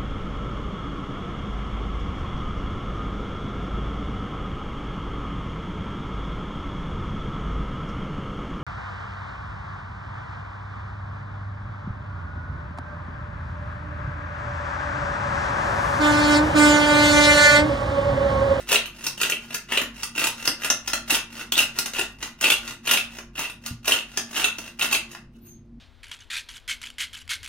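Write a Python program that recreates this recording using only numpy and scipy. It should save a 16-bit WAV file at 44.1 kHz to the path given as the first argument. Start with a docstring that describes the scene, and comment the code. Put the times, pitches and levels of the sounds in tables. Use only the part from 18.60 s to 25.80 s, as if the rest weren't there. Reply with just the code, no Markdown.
"""A hand-twisted spice grinder crushes seasoning in a small tiled kitchen, over an appliance's hum.
From the start, about twice a second, a hard twist fractures grains: each impulse rings the burr, and
fine grit crunches in between. On each lighter turn back the cap ticks brightly; now and then the
teeth chirp by stick-slip friction and the grinder knocks in the hands. A soft bump comes at 5.1 s,
the last twist at 6.3 s, and near 6.9 s a faint squeak as the grinder is turned upright."""
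import sys
import numpy as np
from scipy import signal
from scipy.fft import rfft, irfft
from scipy.io import wavfile
from scipy.ndimage import uniform_filter1d

SR = 44100
rng = np.random.default_rng(int(sys.argv[2]) if len(sys.argv) > 2 else 0)


def wav_record(signal):
    """Record a signal, one row per channel, as 16-bit PCM in the file named by sys.argv[1]."""
    frames = np.transpose(np.atleast_2d(signal))
    bounded = np.clip(frames, -1, 1)
    # unit amplitude maps onto the largest positive 16-bit level
    quanta = np.round(bounded * 32767).astype(np.int16)
    wavfile.write(sys.argv[1], SR, quanta)


N = 317520


def amp(db):
    """Amplitude ratio of a level in decibels."""
    return 10 ** (np.asarray(db) / 20)


def unit_rms(x):
    """Normalisation to unit mean power."""
    return x / np.sqrt(np.mean(x ** 2) + 1e-20)


def curve_at(points, hz):
    """Interpolation on a logarithmic frequency axis."""
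    f, value = np.transpose(points)
    return np.interp(np.log(hz + 1), np.log(f + 1), value)


def add(mix, start_s, sound):
    """Superposition: a sound joins the mix at start_s, or at zero if that is negative."""
    part = mix[max(round(start_s * SR), 0):][:len(sound)]
    part += sound[:len(part)]


def band_noise(centre_hz, width_hz):
    """Band-pass filtering confines white noise to one bell-shaped band."""
    hz = np.fft.rfftfreq(N, 1 / SR)
    spectrum = rfft(rng.standard_normal(N)) / (1 + (2 * (hz - centre_hz) / width_hz) ** 4)
    return unit_rms(irfft(spectrum, N))


# Spectrum of the room air: frequency_hz, relative_density_db
AIR_SPECTRUM = [(25, -4), (50, -14.5), (75, -10), (140, -7.5), (240, -1.5), (320, -13.5), (520, -23.5),
                (1500, -35), (6000, -48.5), (15000, -70.5)]
# Partials of the appliance: pitch_hz, level_db
HUM_PARTIALS = [(49, -54.5), (100, -61.5), (134, -60), (233, -51.5), (349, -62.5)]
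def air_and_hum(air_db=-54, side_db=-21, waver_hz=9):
    """Beating: over low air noise, each hum partial wavers against a narrow noise band at its pitch."""
    hz, t = np.fft.rfftfreq(N, 1 / SR), np.arange(N) / SR
    air = rfft(rng.standard_normal((2, N))) * amp(curve_at(AIR_SPECTRUM, hz))
    mid, side = amp(air_db) * unit_rms(irfft(air, N))
    for pitch_hz, level_db in HUM_PARTIALS:
        tone = np.sin(2 * np.pi * (pitch_hz * t + rng.random()))
        mid = mid + amp(level_db) * unit_rms(tone + band_noise(pitch_hz, waver_hz))
    return np.array([mid + amp(side_db) * side, mid - amp(side_db) * side])


# Reverberation time of the kitchen: frequency_hz, t60_s
REVERB_TIMES = [(250, 0.18), (700, 0.33), (1700, 0.33), (2750, 0.28), (4500, 0.27), (8000, 0.21),
                (15000, 0.16)]
# Likeness of the left and right reverberation: frequency_hz, correlation
REVERB_CORRELATION = [(200, 0.98), (600, 0.93), (1300, 0.67), (2600, 0.27), (4500, 0), (15000, 0.27)]
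def room_tail(first_s=0.0015, build_s=0.00013, echoes_per_s=5000, size=24000):
    """Reverberation: sparse reflections off tiles and cupboards decay at each band's own rate."""
    t = np.arange(size) / SR
    echoes = rng.choice([-1., 1.], (2, size)) * (rng.random((2, size)) < echoes_per_s / SR)
    echoes *= 1 - np.exp(-np.maximum(t - first_s, 0) / build_s)
    hz, delay_s, bands = signal.stft(echoes, SR, nperseg=256)
    correlation = np.clip(curve_at(REVERB_CORRELATION, hz), -1, 1)[:, None]
    mid, side = bands[0] * np.sqrt(1 + correlation), bands[1] * np.sqrt(1 - correlation)
    decay = amp(-60 * delay_s / curve_at(REVERB_TIMES, hz)[:, None])
    bands = np.array([mid + side, mid - side]) * decay
    spectrum = rfft(signal.istft(bands, SR, nperseg=256)[1])
    # a diffuse field carries about the same energy in every broad band
    power = uniform_filter1d((np.abs(spectrum) ** 2).mean(0), size=200)
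    return irfft(spectrum / np.sqrt(power))


def kitchen(x, wet_db=-0.5, direct_db=-2.0, lag_s=.00005, sway_hz=.9, positions=4):
    """Path difference: direct sound arrives first on the left; the echoes shift as the hands move."""
    hz, t = np.fft.rfftfreq(N, 1 / SR), np.arange(N) / SR
    delayed = irfft(rfft(x) * np.exp(-2j * np.pi * hz * lag_s), N)
    out = amp(direct_db) * np.array([x, delayed])
    for k in range(positions):
        # each position fades into the next at constant power
        distance = (sway_hz * positions * t - k + 1) % positions - 1
        fade = np.cos(np.pi / 2 * np.minimum(distance, 1))
        out += amp(wet_db) * signal.oaconvolve((x * fade)[None], room_tail(), axes=1)[:, :N]
    return out


def standing_wave(x, pitch_hz=269, t60_s=0.46, gain_db=3):
    """Resonance: one low mode of the kitchen booms on after each twist."""
    quality = pitch_hz * t60_s / np.log(9)
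    b, a = signal.iirpeak(pitch_hz, quality, fs=SR)
    return amp(gain_db) * signal.lfilter(b, a, x)


# Modes of the bumped surface: pitch_hz, level_db, t60_s
BUMP_MODES = [(92, -24, 0.088), (118, -32, 0.36), (165, -34, 0.18), (231, -30.5, 0.13)]
def bump(start_s=5.111, rise_s=0.0021):
    """Free vibration: low modes die away after a soft knock against the counter or floor."""
    out, t = np.zeros(N), np.arange(SR) / SR
    ring = sum(amp(db - 60 * t / t60_s) * np.sin(2 * np.pi * hz * t) for hz, db, t60_s in BUMP_MODES)
    add(out, start_s, -ring * (1 - np.exp(-t / rise_s)))
    return out


# Bands of the squeak: peak_s, half_length_s, centre_hz, width_hz, level_db
SQUEAK_BANDS = [(6.86, .035, 13600, 450, -52.5), (6.905, 0.037, 6430, 270, -52.5),
                (6.88, 0.11, 2800, 5000, -69.5), (6.88, 0.05, 9350, 1100, -65)]
def squeak():
    """Narrow-band noise is heard as pitch: a thin squeak swells and fades as the grinder is righted."""
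    t = np.arange(N) / SR
    return sum(amp(db) * np.exp(-((t - peak_s) / half_s) ** 2) * band_noise(hz, width_hz)
               for peak_s, half_s, hz, width_hz, db in SQUEAK_BANDS)


# Knocks as the grinder rocks in the hands: start_s, pitch_hz, energy_db
HAND_KNOCKS = [(.119, 550, 2.5), (.131, 604, -4.5), (.722, 400, -11), (1.174, 560, -3.5), (1.217, 266, -7),
               (1.877, 290, -2), (2.334, 270, -18), (2.522, 293, -5), (3.39, 355, -6.5), (3.878, 560, -7.5),
               (5.279, 420, -7)]
def knocks(decay_cycles=0.8, size=1500):
    """Heavy damping: the hands absorb each knock within a few cycles."""
    out, t = np.zeros(N), np.arange(size) / SR
    for start_s, pitch_hz, energy_db in HAND_KNOCKS:
        thud = np.sin(2 * np.pi * pitch_hz * t) * t * np.exp(-pitch_hz * t / decay_cycles)
        add(out, start_s, amp(energy_db) * thud / np.linalg.norm(thud))
    return out


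# Chirps of the teeth: start_s, pitch_hz, energy_db
TOOTH_SLIPS = [(.468, 5500, 1), (1.122, 2060, 0), (1.876, 5240, 7.5), (2.102, 5460, 8), (2.279, 5330, -3.5),
               (2.922, 3440, 5.5), (2.955, 3570, 1.5), (2.979, 3750, 2.5), (3.188, 4200, 1.5),
               (4.292, 3430, 1), (5.321, 3170, 8), (5.574, 5980, 2)]
def slips(swell_s=.0007, jitter=.27, size=600):
    """Stick-slip friction: the teeth catch and release in a brief run of uneven cycles."""
    out, t = np.zeros(N), np.arange(size) / SR
    for start_s, pitch_hz, energy_db in TOOTH_SLIPS:
        uneven_hz = pitch_hz * (1 + jitter * uniform_filter1d(rng.standard_normal(size), size=9))
        chirp = np.sin(2 * np.pi * np.cumsum(uneven_hz) / SR) * t * np.exp(-t / swell_s)
        add(out, start_s, amp(energy_db) * chirp / np.linalg.norm(chirp))
    return out


# Broad spectral envelope of the grinder: frequency_hz, gain_db
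GRINDER_COLOUR = [(60, -46.5), (150, -11), (270, -1), (450, -4.5), (800, -3), (1200, 0), (2300, -2.5),
                  (3300, -6.5), (4500, 0.5), (6500, 2), (7600, -5), (9500, -2.5), (12500, -7.5),
                  (16000, -12)]
# Resonances on top of that envelope: pitch_hz, width_hz, relative_db
GRINDER_MODES = [(595, 66, 2), (1419, 38, 7), (2056, 220, 7.5), (2678, 125, 16), (2797, 170, 15),
                 (3080, 280, -10.5), (3260, 270, 6), (3720, 170, 3), (5250, 250, 1), (6300, 870, 1),
                 (8800, 120, -8)]
def grinder_response(tuning=1, borders_hz=(2200, 3800, 7200), size=2048):
    """Impulse response of the grinder in four bands, low to high: body, burr, cap and snap."""
    hz = np.fft.rfftfreq(size, 1 / SR)
    peaks = sum(amp(db) ** 2 / (1 + (2 * (hz - pitch_hz * tuning) / width_hz) ** 2)
                for pitch_hz, width_hz, db in GRINDER_MODES)
    colour = amp(curve_at(GRINDER_COLOUR, hz)) * np.sqrt(1 + peaks)
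    lowpasses = [1 / (1 + (hz / border) ** 24) for border in borders_hz]
    band_power = np.abs(np.diff(lowpasses, axis=0, prepend=0, append=1))
    log_gain = np.log(colour * np.sqrt(band_power) + 1e-4)
    # minimum phase: nothing sounds before the impulse
    mirrored = np.concatenate([log_gain, log_gain[:, -2:0:-1]], axis=1)
    return np.fft.ifft(np.exp(np.conj(signal.hilbert(mirrored)))).real


def stroke_envelope(t, length_s, slope_db_per_s, lead_in_s=0.032):
    """Exponential growth and decay: a faint rasp swells for about 30 ms, then the stroke runs and dies."""
    onset_db_per_s, build_db_per_s, release_db_per_s = 1100, 459.5, 651
    rise_db = onset_db_per_s * np.minimum(t + lead_in_s, 0) + build_db_per_s * np.clip(t, -lead_in_s, 0)
    held_db = slope_db_per_s * np.clip(t, 0, length_s)
    release_db = release_db_per_s * np.maximum(t - length_s, 0)
    return amp(rise_db + held_db - release_db)


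# Hard twists, from the moment the burr bites: start_s, length_s, level_db, brightness_db
HARD_TWISTS = [(0.108, .042, -23.5, 0), (0.614, 0.12, -28, 0.5), (1.122, 0.053, -25, -5.5),
               (1.58, .083, -24.5, 0), (2.027, 0.054, -30, -2), (2.514, 0.039, -21.5, 3.5),
               (2.981, .043, -22.5, 2.5), (3.371, 0.049, -26, -2), (3.835, 0.065, -21.5, 0),
               (4.281, 0.11, -25, 0.5), (4.787, 0.064, -28, -1.5), (5.28, 0.079, -23.5, 1),
               (5.769, 0.095, -22.5, -1.5), (6.226, 0.026, -23, -0.5), (6.332, 0.012, -22, 4)]
# Light turns back over loose grit: stop_s, length_s, final_level_db
RETURN_TURNS = [(.002, .03, -37), (0.469, 0.12, -36.5), (0.843, 0.012, -43.5), (.95, .04, -34.5),
                (1.431, .075, -38), (1.883, 0.11, -31), (2.28, .006, -37.5), (2.321, .015, -33.5),
                (2.813, 0.094, -34.5), (3.198, 0.03, -33), (3.353, .04, -44.5), (3.66, 0.049, -37),
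                (4.116, 0.12, -35), (4.571, 0.064, -41.5), (5.085, 0.034, -39), (5.584, 0.1, -42),
                (5.753, 0.044, -36.5), (6.077, 0.16, -40.5), (6.546, 0.048, -45.5)]
def grit_envelopes(sag_db_per_s=58.5, swell_db_per_s=103.5, lead_s=4000 / SR, size=16000):
    """Incoherent strokes add in power: twists sag as grains give way, turns back swell to their stop."""
    # body, burr, cap, snap
    twist_db, turn_db = np.array([-6, -3, -10, -8]), np.array([-5.5, -4.5, -8.5, -8.5])
    treble = np.array([0, 0, 1, 1])
    strokes = [(start_s, length_s, -sag_db_per_s, db + twist_db + brightness_db * treble)
               for start_s, length_s, db, brightness_db in HARD_TWISTS]
    strokes += [(stop_s - length_s, length_s, swell_db_per_s, db - swell_db_per_s * length_s + turn_db)
                for stop_s, length_s, db in RETURN_TURNS]
    power, t = np.zeros((4, N)), np.arange(size) / SR - lead_s
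    for grip_s, length_s, slope, bands_db in strokes:
        before_zero = max(round((lead_s - grip_s) * SR), 0)
        envelope = stroke_envelope(t, length_s, slope)[before_zero:]
        for band, db in zip(power, bands_db):
            add(band, grip_s - lead_s, (amp(db) * envelope) ** 2)
    return np.sqrt(power)


def grit(grains_per_s=380, spread_db=4, crumble_s=0.002, powder=.025, size=700):
    """Shot noise: many tiny fractures of random size excite the grinder, over the rasp of powder."""
    t = np.arange(size) / SR
    strengths = amp(spread_db * np.minimum(rng.exponential(1, N), 3))
    impulses = strengths * (rng.random(N) < grains_per_s / SR)
    bursts = signal.oaconvolve(impulses, np.exp(-t / crumble_s))[:N] + powder
    # the hand supplies energy steadily, however the grains share it
    bursts /= np.sqrt(np.abs(uniform_filter1d(bursts ** 2, size=1100)) + 1e-9)
    force = bursts * rng.standard_normal(N) * grit_envelopes()
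    response = grinder_response()
    response /= np.linalg.norm(response, axis=1, keepdims=True)
    return signal.oaconvolve(force, response, axes=1)[:, :N].sum(0)


def strike(mix, at_s, bands_db, give_s=0.0012, snap=0.99, detune=0.01, lead=100, size=700):
    """Impulse excitation: a snap within a noise burst rings the grinder at a slightly random pitch."""
    t = (np.arange(size) - lead) / SR
    crumble_s = np.array([.0036, .0026, .0024, .0014])[:, None]  # by band: the treble stops first
    envelope = np.exp(-np.abs(t) / np.where(t < 0, give_s, crumble_s))
    noise = rng.standard_normal(size)
    force = noise * np.abs(noise) * envelope
    force[:, lead] += snap
    rings = signal.fftconvolve(grinder_response(1 + detune * noise[-1]), force, axes=1)
    rings /= np.linalg.norm(rings, axis=1, keepdims=True)
    add(mix, at_s + t[0], amp(bands_db) @ rings)


# Ticks of the cap: start_s, energy_db, brightness_db
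CAP_TICKS = [(.442, -9.5, 4), (.467, -1.5, 3.5), (.945, -2, 2.5), (1.433, -2.5, 2.5), (1.855, -4, 2.5),
             (1.876, 4, 0.5), (2.102, 5, 0), (2.277, -3, 1), (2.334, 3, -1), (2.812, -15, -5.5),
             (3.188, 2, 4), (3.26, -4, 1), (3.336, -9.5, 0), (3.628, -5, -2.5), (4.078, -10, 0),
             (4.586, -13, -3.5), (5.063, -7.5, 3.5), (5.574, 0, 0.5), (5.985, -9, 0), (6.516, -20.5, 3.5),
             (6.55, -18, -7)]
def cap_ticks():
    """Impact: the cap ticks as the hand stops or reverses; brightness tilts the spectrum."""
    out = np.zeros(N)
    share_db, tilt = np.array([-1, -1, 0, -1.5]), np.array([-1, -0.52, 0.31, 0.98])  # by band
    for start_s, energy_db, brightness_db in CAP_TICKS:
        strike(out, start_s, energy_db + share_db + brightness_db * tilt)
    return out


# Coarse grains that break during the twists: start_s, fracture_energy_db, burr_energy_db
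GRAIN_CRACKS = [(0.09, -6, -4.5), (.118, 3.5, 6.5), (.128, 5.5, 6.5), (.145, 4, 2), (.158, -9, 11.5),
                (.258, -13, -6), (0.578, -15, -10.5), (.615, 3.5, 3), (.633, -4.5, 6.5), (0.699, 0.5, -0.5),
                (0.722, -24, 6.5), (1.122, -3, 2), (1.174, 1.5, 11.5), (1.216, -2.5, -16),
                (1.594, -3.5, 1.5), (1.641, 3, 4.5), (1.671, 1.5, 3), (2.047, 1, -0.5), (2.506, 2.5, 6.5),
                (2.547, -4.5, 5.5), (2.922, 0.5, 2), (2.979, 3.5, 4.5), (2.99, 0, 13.5), (3.393, -0.5, 2.5),
                (3.812, -3, -7.5), (3.843, 2, 11.5), (3.855, -8.5, 8.5), (3.902, 5, 12), (3.921, 2.5, 10),
                (4.273, -4.5, 1.5), (4.295, -10, -3), (4.312, 8, 10), (4.337, 3.5, 10), (4.373, -3, 8.5),
                (4.793, -3.5, -21), (4.899, -14.5, -10.5), (5.257, -13.5, -8), (5.28, 3.5, 5),
                (5.321, 1, 9), (5.388, -14.5, -1), (5.764, -5.5, 0.5), (5.844, 2.5, 12), (6.195, -6.5, -5),
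                (6.212, -9.5, 5), (6.223, -1, 3), (6.328, -1, 9), (6.349, -12, 5.5)]
def cracks(body_db=-3, cap_db=-4, snap_db=0.5, tilt_share=.6):
    """Brittle fracture: each grain snaps and rings the burr; a dull twist gives hollow cracks."""
    out = np.zeros(N)
    bite_s, _, _, brightness_db = np.transpose(HARD_TWISTS)
    for start_s, db, burr_db in GRAIN_CRACKS:
        tilt_db = tilt_share * brightness_db[np.argmin(np.abs(bite_s - start_s))]
        bands_db = (db + body_db - tilt_db, burr_db, db + cap_db + tilt_db, db + snap_db + tilt_db)
        strike(out, start_s, bands_db)
    return out


def scene():
    """Superposition of the grinder, the kitchen's response, the bump and the background."""
    grinder = cap_ticks() + cracks() + slips() + knocks() + grit()
    return kitchen(grinder + squeak()) + standing_wave(grinder) + bump() + air_and_hum()


def record(dry, ceiling=.85, cutoff_hz=15900):
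    """Soft saturation rounds the highest peaks; a low-pass filter limits the band."""
    rounded = dry / (1 + (dry / ceiling) ** 4) ** .25
    lowpass = signal.firwin(511, cutoff_hz, window=("kaiser", 9), fs=SR)
    return signal.oaconvolve(rounded, lowpass[None], "same")


dry = scene()
out = record(dry)
wav_record(out)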